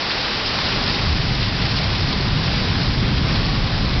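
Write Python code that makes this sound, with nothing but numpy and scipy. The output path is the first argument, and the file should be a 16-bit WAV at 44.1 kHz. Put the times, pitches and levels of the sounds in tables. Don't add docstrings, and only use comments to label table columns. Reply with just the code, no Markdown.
import sys
import numpy as np
from scipy import signal
from scipy.fft import rfft, irfft
from scipy.io import wavfile
from scipy.ndimage import uniform_filter1d

SR = 44100
rng = np.random.default_rng(int(sys.argv[2]) if len(sys.argv) > 2 else 0)


def pcm_store(signal):
    levels = np.round(np.clip(np.atleast_2d(signal), -1, 1) * 32767)
    wavfile.write(sys.argv[1], SR, levels.astype(np.int16).T)


N = 176400
TIME = np.arange(N) / SR
BIN_HZ = np.arange(N // 2 + 1) * SR / N

# f/Hz, level/dB
RAIN_SPECTRUM = [(40, -9), (200, 0), (400, 0.5), (620, -0.5), (820, -1.93), (1080, -2.4), (1400, -2.5),
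                 (2000, -2.5), (3000, -3), (4000, -1.5), (4900, -1), (6000, 1.5)]
# f/Hz, level/dB
CROSSOVER = [(1200, -0.5), (1900, -12), (3000, -28.5)]
# t/s, level/dB
MIDDLE_ENVELOPE = [(0, -27.5), (.72, -26), (1.04, -27.5), (1.15, -29.5), (1.55, -30.5), (1.65, -28),
                   (2.25, -29.5), (2.6, -28.5), (3.15, -30), (3.35, -27), (3.68, -30), (4, -29)]
TREBLE_ENVELOPE = [(0.0, -24), (0.02, -24.5), (0.76, -23), (0.85, -24.5), (0.88, -23), (1.22, -26.5),
                   (1.47, -25.5), (1.49, -27), (1.74, -25), (1.78, -24), (1.82, -25.5), (2.12, -26),
                   (2.17, -27.5), (2.54, -24.5), (3.22, -28.5), (3.29, -25.5), (3.68, -28.5), (4.0, -29)]
# onset t/s, initial level/dB, centre f/Hz, decay T60/s
SPLASH_EVENTS = [(.105, -23, 2340, 0.28), (.216, -26, 4090, 0.044), (.462, -23, 4380, .16),
                 (0.877, -23.5, 4900, .07), (.943, -20.5, 4440, 0.075), (1.126, -21, 3110, 0.031),
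                 (1.425, -23, 2650, 0.18), (1.62, -22.5, 2880, .08), (1.764, -20.5, 4700, .17),
                 (2.008, -21, 5000, 0.046), (2.128, -20.5, 3900, 0.045), (2.541, -27, 2500, 0.18),
                 (2.831, -22.5, 4830, 0.058), (3.179, -22, 2680, .05), (3.355, -19, 3730, 0.051)]
# f/Hz, bandwidth/Hz, level/dB
PUDDLE_MODES = [(809, 70, -17), (1028, 81, -17), (1154, 100, -20)]
# t/s, level/dB
BODY_ENVELOPE = [(0, -40.5), (.35, -37), (.76, -29), (.98, -29), (1.12, -24.5), (1.26, -23), (1.5, -24.5),
                 (2.05, -23), (2.17, -27.5), (2.31, -20.5), (2.55, -24.5), (2.7, -22.5), (3.12, -20.5),
                 (3.7, -23.5), (4, -23.5)]
DEEP_ENVELOPE = [(0.0, -43), (0.6, -36), (1.19, -26), (2.07, -30), (2.13, -25.5), (2.81, -29.5), (2.9, -22),
                 (3.11, -25.5), (3.88, -22.5), (4.0, -22)]
EDGE_ENVELOPE = [(0, -45), (.5, -38.5), (.8, -32), (1.3, -32.5), (1.85, -35.5), (2.2, -29.5), (2.45, -32.5),
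                 (3.08, -27), (3.6, -31), (3.92, -30.5)]
# f/Hz, level/dB
BODY_SPECTRUM = [(45, -25), (75, -3), (112, 0.5), (150, -2.5), (190, -5.5), (240, -19), (400, -37.5)]
DEEP_SPECTRUM = [(8, -31), (20, -3), (32, 5), (48, 4.5), (68, -1.5), (110, -29.5)]
EDGE_SPECTRUM = [(130, -31), (200, 0), (240, 2), (290, -3.5), (350, -7.5), (390, -8.5), (460, -13),
                 (800, -26.5)]
# f/Hz, level/dB
MIC_RESPONSE = [(4950, 1.5), (5320, -2), (5640, -10.5), (5950, -19.5), (6300, -46.5), (7000, -68)]


def rain_wash(flicker_db=0.5):
    edges_hz = np.r_[20, np.geomspace(300, 6400, 11)]
    white = rfft(rng.standard_normal(N))
    common_drift = 0.18 * drift(corner_hz=6.1)
    hiss = np.zeros(N)
    for low, high in zip(edges_hz, edges_hz[1:]):
        band = irfft(white * (BIN_HZ >= low) * (BIN_HZ < high), N)
        hiss += band * from_db(flicker_db * (drift(corner_hz=25) + common_drift))
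    return from_db(-1) * rms_one(hiss)


def near_drops():
    ticks = ringing(per_s=3500, spread_db=2.5, t60_cycles=2.3, pitches_hz=np.linspace(900, 5200, 16))
    bubbles = ringing(per_s=370, spread_db=3, t60_cycles=27, pitches_hz=np.linspace(750, 5200, 40))
    return from_db(-7) * ticks + from_db(-15) * bubbles


def roof_stream(slaps_per_s=90, spray_t60_s=0.02):
    retention = 1e-6 ** (1 / (spray_t60_s * SR))
    pitches_hz = np.linspace(1500, 5000, 6)
    slaps = np.zeros(N)
    for hz in pitches_hz:
        hits = impacts(slaps_per_s / len(pitches_hz), spread_db=1.5)
        energy = signal.lfilter([1], [1, -retention], hits ** 2 + 1e-18)
        slaps += resonate(np.sqrt(energy) * rng.standard_normal(N), hz, width_hz=1000)
    return from_db(-9) * rms_one(slaps)


def near_splashes():
    splashes = np.zeros(N)
    for onset, db, hz, t60 in SPLASH_EVENTS:
        age = TIME - onset
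        spray = rms_one(resonate(rng.standard_normal(N), hz, width_hz=2400))
        decay_db = 60 * np.clip(age / t60, 0, 2)
        splashes += spray * (age >= 0) * from_db(db + 0.5 - decay_db)
    return splashes


def puddle():
    tones = np.zeros(N)
    for hz, width_hz, db in PUDDLE_MODES:
        churn = impacts(per_s=400, spread_db=2.5) * rng.choice([-1, 1], N)
        tones += from_db(db) * rms_one(resonate(churn, hz, width_hz))
    return tones


def roof_shielding(rain):
    middle = colour(rain, CROSSOVER)
    treble = rain - middle
    return level(MIDDLE_ENVELOPE) * from_db(5) * middle + level(TREBLE_ENVELOPE) * from_db(2.1) * treble


def rumble():
    body = level(BODY_ENVELOPE) * steady_noise(BODY_SPECTRUM, window_s=0.16)
    deep = level(DEEP_ENVELOPE) * steady_noise(DEEP_SPECTRUM, window_s=0.29)
    edge = level(EDGE_ENVELOPE) * steady_noise(EDGE_SPECTRUM, window_s=0.18)
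    return body + deep + edge


def boom(peak_s=1.09, swell_s=0.07, pitch_hz=85.9, wander_hz=9):
    phase = 2 * np.pi * np.cumsum(pitch_hz + wander_hz * drift(corner_hz=12)) / SR
    swell = np.exp(-((TIME - peak_s) / swell_s) ** 2)
    return from_db(-21.5) * np.sqrt(2) * np.sin(phase) * swell


def impacts(per_s, spread_db):
    sizes = from_db(spread_db * np.minimum(rng.exponential(1, N), 4.5))
    return sizes * (rng.random(N) < per_s / SR)


def ringing(per_s, spread_db, t60_cycles, pitches_hz):
    clicks = impacts(per_s, spread_db) * rng.choice([-1, 1], N)
    struck = rng.integers(0, len(pitches_hz), N)
    rings = np.zeros(N)
    for k, hz in enumerate(pitches_hz):
        width_hz = np.log(1000) / np.pi * hz / t60_cycles
        rings += resonate(clicks * (struck == k), hz, width_hz) / np.sqrt(hz)
    return rms_one(rings)


def resonate(x, hz, width_hz):
    radius = np.exp(-np.pi * width_hz / SR)
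    forward = np.array([1, 0, -1]) * (1 - radius ** 2) / 2
    feedback = [1, -2 * radius * np.cos(2 * np.pi * hz / SR), radius ** 2]
    return signal.lfilter(forward, feedback, x + 1e-18)


def steady_noise(spectrum, window_s):
    noise = rms_one(colour(rng.standard_normal(N), spectrum))
    return noise / np.sqrt(uniform_filter1d(noise ** 2, int(window_s * SR)) + 1e-6)


def drift(corner_hz):
    return rms_one(irfft(rfft(rng.standard_normal(N)) / (1 + (BIN_HZ / corner_hz) ** 2), N))


def colour(x, points):
    hz, db = np.transpose(points)
    gain_db = np.interp(np.log(np.maximum(BIN_HZ, 1)), np.log(hz), db)
    return irfft(rfft(x) * from_db(gain_db), N)


def level(points):
    times, db = np.transpose(points)
    return from_db(np.interp(TIME, times, db))


def from_db(db):
    return 10 ** (np.asarray(db) / 20)


def rms_one(x):
    return x / np.sqrt(np.mean(x ** 2) + 1e-20)


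def gain_control(x, threshold_db=-17, ratio=2, release_db_per_s=10.5, window_s=0.022):
    loud_db = 10 * np.log10(uniform_filter1d(x ** 2, int(window_s * SR)) + 1e-9)
    excess_db = np.maximum(loud_db - threshold_db, 0)
    fall_db = release_db_per_s * TIME
    held_db = np.maximum.accumulate(excess_db + fall_db) - fall_db
    return x * from_db(-(1 - 1 / ratio) * held_db)


def scene():
    rain = colour(rain_wash() + near_drops() + roof_stream() + puddle(), RAIN_SPECTRUM)
    return np.tile(roof_shielding(rain) + near_splashes() + rumble() + boom(), (2, 1))


def record(dry):
    saturation, cutoff_hz = 0.54, 6400
    rounded = saturation * np.tanh(dry[0] / saturation)
    compressed = gain_control(colour(rounded, MIC_RESPONSE))
    narrow = irfft(rfft(compressed) * (BIN_HZ < cutoff_hz), N)
    return np.tile(narrow, (2, 1))


dry = scene()
out = record(dry)
pcm_store(out)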